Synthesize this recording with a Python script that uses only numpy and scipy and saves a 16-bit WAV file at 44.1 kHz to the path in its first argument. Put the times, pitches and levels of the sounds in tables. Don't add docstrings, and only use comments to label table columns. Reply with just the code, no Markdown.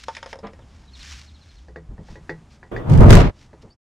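import sys
import numpy as np
from scipy import signal
from scipy.fft import rfft, irfft
from scipy.io import wavfile
from scipy.ndimage import uniform_filter1d

SR = 44100
rng = np.random.default_rng(int(sys.argv[2]) if len(sys.argv) > 2 else 0)


def persist_wave(psi):
    counts = np.round(np.clip(psi, -1, 1) * 32767).astype(np.int16)
    wavfile.write(sys.argv[1], SR, np.atleast_2d(counts).T)


N = 176400
T = np.arange(N) / SR
FREQ_HZ = np.arange(N // 2 + 1) * SR / N

# (time [s], level [dB])
AIR_LEVEL = [(0, -55.5), (.6, -49), (.9, -52), (1.55, -54.5), (1.9, -53), (2.3, -47.5), (2.55, -51.5),
             (3.7, -51.5)]
DRONE_LEVEL = [(.55, -51), (.7, -45), (1.15, -40), (1.5, -51.5), (1.72, -37.5), (1.85, -48), (2.4, -55)]
# (frequency [Hz], level [dB])
AIR_SPECTRUM = [(25, 3), (130, 0.5), (250, -6), (450, -16.5), (900, -16.5), (2000, -26), (4000, -32),
                (7000, -34), (10000, -42.5), (15000, -65)]
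# (centre [s], half length [s], level [dB])
RUBS = [(0.008, 0.036, -49.5), (0.04, 0.0039, -46.5), (0.147, 0.074, -54), (0.305, 0.023, -50.5),
        (.78, .1, -62), (1.103, 0.1, -43.5), (1.462, 0.17, -61), (2.111, 0.056, -58), (2.536, 0.031, -60),
        (3.412, 0.044, -57.5), (3.627, 0.011, -59)]
# (frequency [Hz], level [dB])
RUB_SPECTRUM = [(400, -36), (620, -34), (800, -12.5), (1640, -1.5), (5600, -2.5), (7030, -9),
                (15000, -38.5)]
TONE_HZ = [500, 950, 2000, 5000]
# (time [s], level at each of TONE_HZ [dB])
KNOCKS = [(.083, -36, -19.5, -32.5, -42), (.150, -53, -53, -34.5, -44.5), (.167, -39.5, -37, -28.5, -42.5),
          (.228, -43, -30, -35.5, -46), (.2605, -36, -36, -40, -47.5), (.3285, -32.5, -33.5, -35.5, -49),
          (.356, -37, -45, -59, -60), (.3885, -42, -43.5, -55, -53), (.469, -48, -55, -35.5, -56.5),
          (.533, -46, -56, -46, -60.5), (.591, -50, -44.5, -57, -72), (.836, -68, -55, -58, -76)]
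CLICKS = [(1.683, -40.5, -53, -57.5, -61), (1.7595, -31, -44, -42, -53.5), (1.980, -41.5, -48, -61, -76),
          (2.085, -50, -41, -62, -79), (2.1555, -38, -45, -49, -57), (2.2937, -24, -36, -30.5, -42),
          (2.629, -44, -42, -48, -61), (2.7635, -28, -40, -35.5, -45), (3.531, -41.5, -47, -60.5, -64)]
# (frequency [Hz], gain [dB], t60 [s], swell [s])
KNOCK_MODES = [(547, -1, 0.1, 0.0037), (672, -5, 0.044, .001), (906, -1, 0.066, 0.00085),
               (1553, -21, 0.071, 0.00044), (1872, -5.5, 0.071, 0.00034), (3720, 5, 0.011, 0.00041),
               (5185, 11, 0.018, 0.00047), (6750, 4, 0.016, 0.00034)]
TANK_MODES = [(160.6, 0, .28, 0.043), (339, 1, .12, .02), (428, 4, .11, .022), (518.6, -1, .12, 0.016),
              (847, -9, .16, 0.0037), (985, -10, .17, 0.0026), (1746, 17.5, 0.012, 0.00058),
              (1930, 2, .14, 0.0027), (2526, 0.5, 0.02, .0004), (3575, -14, .12, .0005),
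              (4690, -6.5, 0.084, .0005)]
# (frequency [Hz], level [dB])
KNOCK_CLATTER = [(150, -33), (500, 12.5), (900, -1), (1700, 0.5), (2800, -3.5), (3500, 0.5), (4200, -4.5),
                 (5200, 3.5), (7500, -17), (10000, -12.5), (15000, -91)]
TANK_CLATTER = [(120, -18), (400, 8), (1000, 4.5), (1300, 0), (1850, 8.5), (3000, -14.5), (4400, -2.5),
                (7000, -11.5), (15000, -48)]
# (frequency [Hz], gain [dB])
THUD_MODES = [(205, 3), (320, -8), (447, 1.5), (576, -4), (807, -8), (1000, -9), (1200, -11.5)]
# (time [s], level [dB], top frequency [Hz])
BUMPS = [(0.426, -36.5, 1250), (1.876, -33, 80.4), (1.895, -38.5, 207), (1.975, -36.5, 156),
         (2.09, -36.5, 104), (3.622, -44, 460)]
# (time [s], level [dB], start pitch [Hz], end pitch [Hz])
CHIRPS = [(.602, -57, 3650, 2690), (0.87, -55, 4000, 3080), (.932, -44, 4270, 3050),
          (.997, -43.5, 4250, 3050), (1.271, -52, 4250, 2940), (1.340, -53, 4220, 2910),
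          (1.412, -54, 4170, 2880), (1.49, -53.5, 4200, 3020), (1.565, -53.5, 4250, 2900),
          (3.703, -52, 4550, 5750)]
# (time [s], level [dB])
BUFFET_LEVEL = [(2.69, -75), (2.71, -48), (2.76, -30.5), (2.85, -35), (2.90, -22), (2.94, -14.5),
                (2.99, -4), (3.02, -3.5), (3.07, -3.5), (3.11, 2.5), (3.17, -2.5), (3.22, -11), (3.29, -17),
                (3.325, -57), (3.36, -92)]
ROAR_LEVEL = [(2.78, -80), (2.86, -33), (2.91, -25), (2.998, -22.5), (3.007, -11), (3.07, -15), (3.11, -9),
              (3.18, -14), (3.26, -22), (3.303, -34), (3.33, -83)]
HISS_LEVEL = [(2.85, -88), (2.90, -41), (2.997, -43), (3.01, -38), (3.08, -46), (3.097, -18.5),
              (3.155, -18), (3.17, -24.5), (3.26, -32), (3.30, -44), (3.33, -82.5)]
# (time [s], level [dB])
CRACKLES = [(2.8985, -31.5), (2.922, -34), (2.938, -32), (2.976, -30.5), (3.007, -31.5), (3.106, -11),
            (3.126, -14), (3.1535, -12)]
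# (frequency [Hz], level [dB])
RUSTLE_SPECTRUM = [(60, -9), (200, -2), (450, 0.5), (700, -9.5), (1150, -12), (2000, -25), (2900, -30.5),
                   (3500, -26.5), (3900, -45.5), (15000, -53.5)]
BUFFET_SPECTRUM = [(20, -6), (40, 0), (65, -8.5), (110, -2), (160, -8.5), (220, -16), (400, -33),
                   (900, -56), (15000, -110)]
ROAR_SPECTRUM = [(60, -7), (200, -4.5), (350, 1.5), (600, -5), (1000, -10.5), (1800, -23.5), (3000, -33.5),
                 (5000, -43.5), (15000, -57)]
HISS_SPECTRUM = [(400, -33), (1200, 10.5), (2200, 7.5), (3500, 0), (5500, -3), (8000, -9), (11000, -17),
                 (15000, -26.5)]
CRACKLE_SPECTRUM = [(2000, 2.5), (7000, -2), (15000, -18)]
# (frequency [Hz], gain [dB])
PORT_RESONANCES = [(238, 5.5), (597, 9), (670, 5), (938, 6), (1245, 6.5)]
# (frequency [Hz], correlation [0..1])
PORT_CORRELATION = [(40, 0.89), (120, 0.88), (400, .35), (1200, .12)]


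def from_db(db):
    return 10 ** (np.asarray(db) / 20)


def unit_rms(x):
    return x / np.sqrt(np.mean(x ** 2) + 1e-20)


def level(rows):
    return from_db(np.interp(T, *np.transpose(rows)))


def at_hz(points, hz):
    points_hz, values = np.transpose(points)
    return np.interp(np.log(hz + 1e-3), np.log(points_hz), values)


def drift(rate_hz):
    return unit_rms(irfft(rfft(rng.standard_normal(N)) / (1 + (FREQ_HZ / rate_hz) ** 2), N))


def noise(spectrum, size=N):
    hz = np.arange(size // 2 + 1) * SR / size
    gain = from_db(at_hz(spectrum, hz)) * np.minimum(hz / spectrum[0][0], 1) ** 2
    return unit_rms(irfft(gain * rfft(rng.standard_normal(size)), size))


def evened(x, window_samples):
    power = np.mean(np.atleast_2d(x) ** 2, axis=0)
    return x / np.sqrt(uniform_filter1d(power, size=window_samples) + 1e-6)


def echo(x, delay_s, gain_db):
    return from_db(gain_db) * np.interp(T - delay_s, T, x, left=0)


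def strikes(blows, modes, clatter, crack_db, crack_s, tail_db, tail_s, tail_rise_s, contact_s):
    size = SR // 2
    t, bins_hz = T[:size], np.arange(size // 2 + 1) * SR / size
    crack = from_db(crack_db) * np.exp(-t / crack_s)
    tail = from_db(tail_db) * np.exp(-t / tail_s) * (1 - np.exp(-t / tail_rise_s))
    out = np.zeros(N + size)
    for time_s, *tone_db in blows:
        tone = list(zip(TONE_HZ, tone_db))
        dense = irfft(rfft(noise(clatter, size)) * from_db(at_hz(tone, bins_hz)), size)
        blow = np.std(dense) * evened(unit_rms(dense), window_samples=260) * (crack + tail)
        for hz, mode_db, t60_s, swell_s in modes:
            envelope = np.exp(-np.log(1000) * t / t60_s) * (1 - np.exp(-t / swell_s))
            detune = 1 + .006 * rng.standard_normal()
            gain = from_db(at_hz(tone, hz) + mode_db + rng.normal(0, 1.2))
            blow += gain * envelope * np.sin(2 * np.pi * (hz * detune * t + rng.random()))
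        start = int(time_s * SR)
        out[start:start + size] += blow * (1 - np.exp(-(t / contact_s) ** 2))
    return out[:N]


def garden(drone_hz=70.7, wander_hz=10, waver_db=2.6):
    phase = 2 * np.pi * np.cumsum(drone_hz + wander_hz * drift(8.8)) / SR
    air = level(AIR_LEVEL) * noise(AIR_SPECTRUM)
    drone = level(DRONE_LEVEL) * from_db(waver_db * drift(8)) * np.sin(phase)
    return air + drone


def rubs(grain_db=2.0):
    swells = np.zeros(N)
    for centre_s, half_s, db in RUBS:
        offset = (T - centre_s) / half_s
        swells += from_db(db) * np.exp(-.5 * offset ** 2 - .1 * offset ** 4)
    return swells * from_db(grain_db * drift(120)) * noise(RUB_SPECTRUM)


def knocks():
    direct = strikes(KNOCKS, KNOCK_MODES, KNOCK_CLATTER, crack_db=6.5, crack_s=0.0036,
                     tail_db=-3, tail_s=0.02, tail_rise_s=0.0016, contact_s=0.0004)
    return direct + echo(direct, delay_s=0.0132, gain_db=-15.5)


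def palm_thud(time_s=.424, gain_db=-34, rise_s=.018, t60_s=0.21):
    age_s = np.maximum(T - time_s, 0)
    rise = 1 - np.exp(-(age_s / rise_s) ** 2)
    decay = np.exp(-np.log(1000) * (age_s - rise_s) / t60_s)
    ring = sum(from_db(db) * np.sin(2 * np.pi * (hz * age_s + rng.random())) for hz, db in THUD_MODES)
    return from_db(gain_db) * rise * decay * ring


def frame_bumps(rise_s=0.025, low_hz=27.7):
    out = np.zeros(N)
    for time_s, db, top_hz in BUMPS:
        age = np.maximum(T - time_s, 0) / rise_s
        swell = (age * np.exp(1 - age)) ** 2
        spectrum = [(low_hz, 0), (top_hz / 2, 0), (top_hz, -5), (top_hz * 3, -24), (SR / 2, -95)]
        out += from_db(db) * swell * evened(noise(spectrum), window_samples=1300)
    return out


def bird(chirp_s=.032, hold_share=.4, waver_db=2.5, scatter_s=.02, scatter_db=-5):
    calls = np.zeros(N)
    for time_s, db, start_hz, end_hz in CHIRPS:
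        progress = np.clip((T - time_s) / chirp_s, 0, 1)
        glide = np.maximum((progress - hold_share) / (1 - hold_share), 0) ** 1.2
        phase = 2 * np.pi * np.cumsum(start_hz + (end_hz - start_hz) * glide) / SR
        calls += from_db(db) * np.sqrt(2 * progress * (1 - progress)) * np.sin(phase)
    calls *= from_db(waver_db * drift(90))
    t = T[:SR // 8]
    scatter = rng.standard_normal(len(t)) * np.exp(-t / scatter_s)
    blur = signal.fftconvolve(calls, scatter / np.linalg.norm(scatter))[:N]
    return calls + echo(calls, delay_s=.013, gain_db=-9) + from_db(scatter_db) * blur


def cap_clicks():
    return strikes(CLICKS, TANK_MODES, TANK_CLATTER, crack_db=3, crack_s=0.0044,
                   tail_db=-1, tail_s=.02, tail_rise_s=0.0062, contact_s=0.00054)


def port_noise(spectrum):
    correlation = at_hz(PORT_CORRELATION, FREQ_HZ)
    mid = np.sqrt(1 + correlation) * rfft(noise(spectrum))
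    side = np.sqrt(1 - correlation) * rfft(noise(spectrum))
    return unit_rms(irfft([mid + side, mid - side], N))


def rustle(time_s=2.714, gain_db=-29, rise_s=0.003, decay_s=0.16):
    age_s = np.maximum(T - time_s, 0)
    envelope = np.minimum(age_s / rise_s, 1) * np.exp(-(age_s / decay_s) ** 2)
    return from_db(gain_db) * envelope * port_noise(RUSTLE_SPECTRUM)


def buffet(throb_at_s=2.938, throb_half_s=0.032, throb_db=-8, throb_hz=124.1):
    spectrum = [(throb_hz / 2, -20), (throb_hz, 0), (throb_hz * 2, -20), (SR / 2, -160)]
    push = from_db(throb_db) * np.exp(-.5 * ((T - throb_at_s) / throb_half_s) ** 2)
    throb = push * evened(port_noise(spectrum), window_samples=1500)
    lumps = level(BUFFET_LEVEL) * evened(port_noise(BUFFET_SPECTRUM), window_samples=1500)
    return throb + lumps


def roar(flutter, flutter_db=1.2, width_hz=8.7):
    peaks_db = sum(db / (1 + ((FREQ_HZ - hz) / (width_hz / 2)) ** 2) for hz, db in PORT_RESONANCES)
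    flow = irfft(rfft(port_noise(ROAR_SPECTRUM)) * from_db(peaks_db), N)
    return level(ROAR_LEVEL) * from_db(flutter_db * flutter) * flow


def hiss(flutter, flutter_db=1.5, grain_db=2.5, dull_at_s=3.16, dull_over_s=0.079, dull_hz=5500):
    spit = from_db(flutter_db * flutter + grain_db * drift(700))
    bright = level(HISS_LEVEL) * spit * port_noise(HISS_SPECTRUM)
    dull = irfft(rfft(bright) / (1 + (FREQ_HZ / dull_hz) ** 4), N)
    blend = np.clip((T - dull_at_s) / dull_over_s, 0, 1)
    return bright + blend * (dull - bright)


def crackles(decay_s=0.0016):
    snaps = sum(from_db(db) * (T >= time_s) * np.exp(-np.abs(T - time_s) / decay_s)
                for time_s, db in CRACKLES)
    return snaps * port_noise(CRACKLE_SPECTRUM)


def scene():
    centre = garden() + rubs() + knocks() + palm_thud() + frame_bumps() + bird() + cap_clicks()
    flutter = drift(77)
    rush = rustle() + buffet() + roar(flutter) + hiss(flutter) + crackles()
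    return centre + rush


def record(dry, fade_start_s=3.70, fade_end_s=3.765, cutoff_hz=15700):
    clipped = dry / (1 + np.abs(dry) ** 16) ** (1 / 16)
    fade = np.clip((fade_end_s - T) / (fade_end_s - fade_start_s), 0, 1)
    lowpass = signal.ellip(10, .1, 70, cutoff_hz, fs=SR, output="sos")
    return signal.sosfilt(lowpass, clipped * fade)


dry = scene()
out = record(dry)
persist_wave(out)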